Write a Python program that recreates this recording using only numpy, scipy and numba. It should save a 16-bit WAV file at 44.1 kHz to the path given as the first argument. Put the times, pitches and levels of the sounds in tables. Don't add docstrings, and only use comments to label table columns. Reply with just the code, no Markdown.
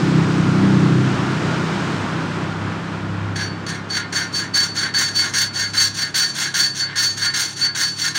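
import sys
import numpy as np
from scipy import signal
from scipy.fft import rfft, irfft
from scipy.io import wavfile
from scipy.ndimage import uniform_filter1d
from numba import njit

SR = 44100
rng = np.random.default_rng(int(sys.argv[2]) if len(sys.argv) > 2 else 0)


def unload_audio(sound):
    columns = np.transpose(np.atleast_2d(sound))
    steps = np.round(np.clip(columns, -1, 1) * 32767)
    wavfile.write(sys.argv[1], SR, steps.astype(np.int16))


N = 360738
T = np.arange(N) / SR

# time in seconds, firings per second.
FIRING_RATE = [(0, 32.7), (1.4, 32.2), (2.6, 33), (4.3, 34.05), (7.8, 34.4), (7.95, 36.6)]
# time in seconds, level in dB.
EXHAUST_LEVEL = [(0, -16), (.2, -14), (.28, -17), (.77, -12), (1.05, -16), (1.3, -19.5), (2.05, -26),
                 (2.2, -23.8), (2.8, -28), (3.4, -29.8), (3.8, -34), (4.7, -37.5), (6.3, -39.5),
                 (8.18, -39.5)]
# time in seconds, pitch in Hz.
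BOOM_PITCH = [(0, 162), (.45, 165), (.65, 195), (1, 131), (1.25, 135), (1.6, 168), (5.5, 160), (6.8, 138)]
# time in seconds, pitch in Hz.
IDLE_PITCH = [(0, 103), (1.6, 102.8), (2.6, 101.6), (4.6, 101.6), (5.8, 103)]
# time in seconds, level in dB.
IDLE_LEVEL = [(0.0, -36), (0.5, -26), (1.91, -38), (1.98, -30), (2.25, -38), (2.66, -29), (2.8, -38),
              (3.23, -25), (3.74, -37), (5.06, -41), (5.9, -36), (6.27, -56), (7.22, -39), (7.36, -48),
              (8.0, -43), (8.18, -48)]
# time in seconds, road rumble in dB, tyre hiss in dB.
STREET_LEVELS = [(0, -35.3, -41.3), (1, -35.3, -42.5), (1.75, -33.3, -41.8), (2.5, -37.7, -48),
                 (3.4, -41.3, -54.5), (6.3, -51, -52.5), (8.18, -52, -52)]
# pitch in Hz, width in Hz, level in dB compared with the rumble.
TRAFFIC_WHINE = (1410, 30, -5)
# frequency in Hz, relative level in dB.
EXHAUST_TONE = [(30, -39), (65, -24.5), (98, -17.5), (128, -2), (165, -2), (195, -1), (230, -12),
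                (295, -2.5), (360, -8), (450, -21), (700, -29), (1500, -44.5), (8000, -100)]
RUMBLE_TONE = [(25, -25), (50, -17), (85, 0), (150, 9.5), (330, 6.5), (500, -1), (700, -1), (1000, 1),
               (1450, 1), (2000, -5.5), (3000, -11.5), (5000, -22), (9000, -42), (12000, -64)]
HISS_TONE = [(1000, -10), (3000, 3), (5000, 0), (7000, -5), (9000, -12.5), (10500, -27), (12000, -31),
             (15500, -31)]

# start, time to top speed and time to fade 20 dB
# in seconds, grit and chatter levels in dB, wait for the note and its length in seconds, note level in dB.
FORWARD_TWISTS = [(3.355, .078, .065, -36, -29, .04, .04, -27.5),
                  (3.663, .023, .115, -35, -31, .015, .012, -40),
                  (4.122, .047, .116, -28, -25.5, .03, .006, -22),
                  (4.537, .047, .125, -23.2, -25.5, .012, .058, -16),
                  (4.938, .062, .135, -24, -23, .015, .08, -20.5),
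                  (5.335, .085, .068, -22.7, -24.5, .028, .06, -22.5),
                  (5.732, .112, .075, -23.5, -26.5, .048, .03, -18),
                  (6.14, .036, .15, -21.3, -26.5, .055, .04, -19),
                  (6.538, .06, .125, -21.5, -25.5, .07, .04, -17.8),
                  (6.955, .077, .13, -23, -29, .035, .075, -20.5),
                  (7.335, .072, .13, -22.3, -25.5, .015, .08, -27),
                  (7.747, .058, .15, -23.8, -27.5, .078, .065, -22.5),
                  (8.143, .03, .12, -25, -22, .025, .02, -22.5)]
RETURN_TWISTS = [(3.884, .094, .048, -30.8, -25.7, .028, .065, -27),
                 (4.318, .07, .085, -29.8, -29, .03, .036, -22.5),
                 (4.735, .088, .075, -29, -24.5, .045, .062, -24.5),
                 (5.135, .05, .17, -25.7, -25, .028, .035, -18),
                 (5.525, .08, .13, -28.3, -26, .04, .1, -26.5),
                 (5.929, .088, .095, -27.5, -27, .04, .06, -26),
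                 (6.335, .091, .09, -25.3, -23.3, .07, .028, -24.5),
                 (6.735, .064, .08, -29.3, -31.5, .066, .023, -21),
                 (7.16, .09, .085, -27, -24.3, .068, .055, -19.5),
                 (7.55, .1, .04, -28, -27.5, .072, .03, -16), (7.96, .094, .09, -26, -29, .058, .052, -23)]
# fade-in in seconds, softer start of the grit in dB, time to
# strongest chatter in seconds, softer start of the chatter in dB, then the seconds that the chatter
# takes to fade 20 dB and the note to fade 60 dB.
FORWARD_SHAPE = (.01, 7.5, .068, 5, .12, .36)
RETURN_SHAPE = (.022, 10, .114, 20, .078, .24)
# level in dB, the grit level in dB that gives it, extra dB per dB of grit.
PASTE_BITE = (-25.5, -23, .35)
# start, time to peak and time to fade 20 dB in seconds, level in dB.
STEM_RATTLE = (6.86, .055, .09, -33)
# frequency in Hz, relative level in dB.
GRIT_TONE = [(300, -41), (800, -16), (1500, -8), (2500, -8), (2850, -2), (3550, -4), (4300, 4), (4900, -6),
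             (6800, -4), (7700, -13), (9000, -11), (10500, -17), (12000, -28), (15500, -25)]
CHATTER_TONE = [(400, -31), (800, -10), (1250, -8), (1600, -1), (2200, -3.5), (2500, -12), (2950, -7),
                (3550, -12), (4200, -8), (5000, -22), (8000, -55)]
SHATTER_TONE = [(3000, -22), (9000, 0.5), (10500, -1.5), (12000, -10), (13500, 0), (15500, 3)]
# pitch in Hz, width in Hz, height above the broad tone in dB.
HEAD_RINGS = [(1081, 16, 9.5), (1423, 12, 16.5), (1549, 56, 8), (1664, 13.7, 14), (1807, 11, 16),
              (2080, 12, 11), (2161.5, 16, 9.5), (3310, 79.5, 7), (3550, 10, 10), (3800, 12, 9),
              (4087, 14, 11), (4475, 25, 16), (5260, 23, 7), (5329, 42, 11), (5410, 75, 11.5),
              (5650, 29, 12), (5772, 28, 18), (5972, 17, 16), (6140, 18, 14), (6400, 44, 6), (6484, 34, 15),
              (6729, 22, 7), (7198, 24, 15.5), (7467, 29, 11), (8070, 25, 8.5), (8258, 22, 12.5),
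              (8730, 54, 11.5), (9080, 38, 15.5), (9790, 16, 9), (12995, 50, 9)]

EXHAUST_BAND, RUMBLE_BAND = (115, 420), (470, 750)
TREBLE_BAND, CHATTER_BAND, SHATTER_BAND = (4900, 10000), (1300, 2300), (10000, 15500)


def undb(db):
    return 10 ** (np.asarray(db) / 20)


def unit(x):
    return x / np.sqrt(np.mean(x ** 2))


def curves(rows):
    times, *columns = np.transpose(rows)
    return [np.interp(T, times, column) for column in columns]


def wander(rate):
    hold = max(int(SR / rate), 1)
    steps = np.repeat(rng.standard_normal(N // hold + 1), hold)
    return unit(uniform_filter1d(uniform_filter1d(steps, hold), hold)[:N])


def shape_tone(x, tone, band, rings=(), size=16384):
    freqs = np.arange(size // 2 + 1) * SR / size
    tone_hz, tone_db = np.transpose(tone)
    gain = undb(np.interp(np.log(freqs + 1), np.log(tone_hz), tone_db))
    peaks = sum(undb(db) ** 2 / (1 + (2 * (freqs - hz) / width) ** 2) for hz, width, db in rings)
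    gain *= np.sqrt(1 + peaks)
    in_band = (freqs > band[0]) & (freqs < band[1])
    gain /= np.sqrt(np.mean(gain ** 2 * in_band))
    cepstrum = irfft(np.log(gain))
    cepstrum[1:size // 2] *= 2
    cepstrum[size // 2 + 1:] = 0
    return signal.fftconvolve(x, irfft(np.exp(rfft(cepstrum))))[:N]


@njit
def resonance(x, hz, width_hz):
    out, band_state, low_state = np.empty(len(x)), 0., 0.
    for i in range(len(x)):
        tuning, damping = np.tan(np.pi * hz[i] / SR), width_hz / hz[i]
        band = (band_state + tuning * (x[i] - low_state)) / (1 + tuning * (tuning + damping))
        band_state = 2 * band - band_state
        low_state += 2 * tuning * band
        out[i] = damping * band
    return out


def reflections(x, centres_hz, width_hz):
    radius = np.exp(-np.pi * width_hz / SR)
    for hz in centres_hz:
        poles = [1, -2 * radius * np.cos(2 * np.pi * hz / SR), radius * radius]
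        x = signal.lfilter(poles[::-1], poles, x)
    return x


def departing_engine(scatter_db=1.5, jitter_s=.00015, gas_db=-10, boom_db=3.3, boom_width_hz=33.):
    (rate,), (level_db,), (boom_hz,) = curves(FIRING_RATE), curves(EXHAUST_LEVEL), curves(BOOM_PITCH)
    cycles = (np.cumsum(rate) - 1.5 * rate[0]) / SR
    firings = np.flatnonzero(np.diff(np.floor(cycles)))
    timing, strength = rng.standard_normal((len(firings), 2)).T
    firings += (jitter_s * SR * timing).astype(int)
    pulses = np.zeros(N)
    pulses[np.clip(firings, 0, N - 1)] = undb(scatter_db * strength)
    gas = unit(np.exp(-(cycles % 1) / .98) * rng.standard_normal(N))
    puffs = unit(pulses) + undb(gas_db) * gas
    smeared = reflections(puffs, centres_hz=(135.3, 160, 190, 290.2, 335.3), width_hz=34)
    exhaust = shape_tone(smeared, EXHAUST_TONE, EXHAUST_BAND)
    boom = undb(boom_db) * resonance(exhaust, boom_hz, boom_width_hz)
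    return unit(exhaust + boom) * undb(level_db - .4)


def idling_engine(lower_tone_db=-18):
    (hz,), (level_db,) = curves(IDLE_PITCH), curves(IDLE_LEVEL)
    phase = 2 * np.pi * np.cumsum(hz + .41 * wander(8)) / SR
    hum = np.sin(phase) + undb(lower_tone_db) * np.sin(phase * 2 / 3)
    return np.sqrt(2) * undb(level_db - .2 + .7 * wander(12)) * hum


def road_noise():
    rumble_db, hiss_db = curves(STREET_LEVELS)
    rumble = shape_tone(rng.standard_normal(N), RUMBLE_TONE, RUMBLE_BAND)
    rumble *= undb(rumble_db - .6 + .68 * wander(14))
    hiss = shape_tone(rng.standard_normal(N), HISS_TONE, TREBLE_BAND)
    hiss *= undb(hiss_db - .5 + .4 * wander(10))
    hz, width_hz, whine_db = TRAFFIC_WHINE
    whine = unit(resonance(rng.standard_normal(N), np.full(N, float(hz)), float(width_hz)))
    return rumble + hiss + undb(rumble_db + whine_db) * whine


def twist(start, peak_s, fade_s, soft_db, attack_s=.011):
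    during = (T > start) & (T < start + .5)
    age, strength = T[during] - start, np.zeros(N)
    swell_db = -soft_db * np.clip(1 - age / peak_s, 0, 1) ** 2
    fade_db = -20 * (np.maximum(age - peak_s, 0) / fade_s) ** 1.45
    strength[during] = np.minimum(age / attack_s, 1) * undb(swell_db + fade_db)
    return strength


def paste_bites(rise_s=.005, decay_s=.024):
    bite_db, usual_db, share = PASTE_BITE
    bite = np.zeros(N)
    for start, _, _, grit_db, *_ in FORWARD_TWISTS:
        gain = undb(bite_db + share * (grit_db - usual_db))
        bite += gain * np.clip((T - start) / rise_s, 0, 1) * np.exp(-np.abs(T - start) / decay_s)
    return bite


def valve_catch(start, length_s, ring_s, rise_s=.009):
    age = T - start
    rise = np.exp(-(np.minimum(age, 0) / rise_s) ** 2)
    return rise * undb(-60 * np.maximum(age - length_s, 0) / ring_s)


def hand_motion():
    speed, wobble, swing = np.zeros((3, N))
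    for rows, shape in ((FORWARD_TWISTS, FORWARD_SHAPE), (RETURN_TWISTS, RETURN_SHAPE)):
        attack_s, grit_soft_db, chatter_peak_s, chatter_soft_db, settle_s, ring_s = shape
        for start, peak_s, fade_s, grit_db, chatter_db, wait_s, length_s, note_db in rows:
            speed += undb(grit_db) * twist(start, peak_s, fade_s, grit_soft_db, attack_s)
            wobble += undb(chatter_db) * twist(start, chatter_peak_s, settle_s, chatter_soft_db, attack_s)
            swing = np.maximum(swing, undb(note_db) * valve_catch(start + wait_s, length_s, ring_s))
    start, peak_s, fade_s, rattle_db = STEM_RATTLE
    wobble += undb(rattle_db) * twist(start, peak_s, fade_s, soft_db=11)
    return speed, wobble, swing


def grains(rate, spread_db):
    size = undb(spread_db * np.minimum(rng.exponential(size=N), 5))
    return unit((rng.random(N) < rate / SR) * size * rng.choice([-1, 1], N))


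def cooling_fins(x, ring_s=.08, ring_db=-8):
    t = T[:SR // 2]
    tail = rng.standard_normal(len(t)) * undb(-60 * t / ring_s)
    ringing = signal.fftconvolve(x, tail / np.linalg.norm(tail))[:N]
    return (x + undb(ring_db) * ringing) / np.hypot(1, undb(ring_db))


def moving_contact(x, hz, width_hz, wander_hz, db):
    boosted = x + undb(db) * resonance(x, hz + wander_hz * wander(28), float(width_hz))
    return boosted * np.std(x) / np.std(boosted)


def grinding(speed, wobble, bite, grit_db=-.3, uneven_db=1.6, knock_db=1.5, shatter_db=8):
    pressure = undb(uneven_db * wander(130))
    crush = grains(rate=8000, spread_db=3.3) * np.hypot(speed, bite) * pressure
    grit = cooling_fins(shape_tone(crush, GRIT_TONE, TREBLE_BAND, HEAD_RINGS))
    grit = moving_contact(grit, hz=6100, width_hz=260, wander_hz=700, db=-8)
    knocks = grains(rate=2200, spread_db=1.6) * np.hypot(wobble, undb(knock_db) * bite) * pressure
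    chatter = shape_tone(knocks, CHATTER_TONE, CHATTER_BAND, HEAD_RINGS)
    chatter = moving_contact(chatter, hz=1640, width_hz=80, wander_hz=110, db=-3)
    cracks = grains(rate=3500, spread_db=3.6) * speed ** 2 * pressure
    shatter = cooling_fins(shape_tone(cracks, SHATTER_TONE, SHATTER_BAND, HEAD_RINGS))
    return undb(grit_db) * grit + chatter + undb(shatter_db) * shatter


def singing_valve(swing, speed, bite, pitch_hz=4488, kick_db=-3, rub_db=-5, rub_width_hz=22.):
    hz = pitch_hz + 5 * wander(70)
    flutter_db = 1.7 * wander(65) + wander(200)
    strength = np.sqrt(2) * np.hypot(swing, undb(kick_db) * bite) * undb(.9 + flutter_db)
    shaken = undb(rub_db) * speed * unit(resonance(rng.standard_normal(N), hz, rub_width_hz))
    return strength * np.sin(2 * np.pi * np.cumsum(hz) / SR) + shaken


def scene():
    speed, wobble, swing = hand_motion()
    bite = paste_bites()
    lapping = grinding(speed, wobble, bite) + singing_valve(swing, speed, bite)
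    return (lapping + departing_engine() + idling_engine() + road_noise())[None]


def record(dry, top_hz=15750):
    return signal.sosfilt(signal.ellip(10, .2, 80, top_hz, fs=SR, output="sos"), dry)


dry = scene()
out = record(dry)
unload_audio(out)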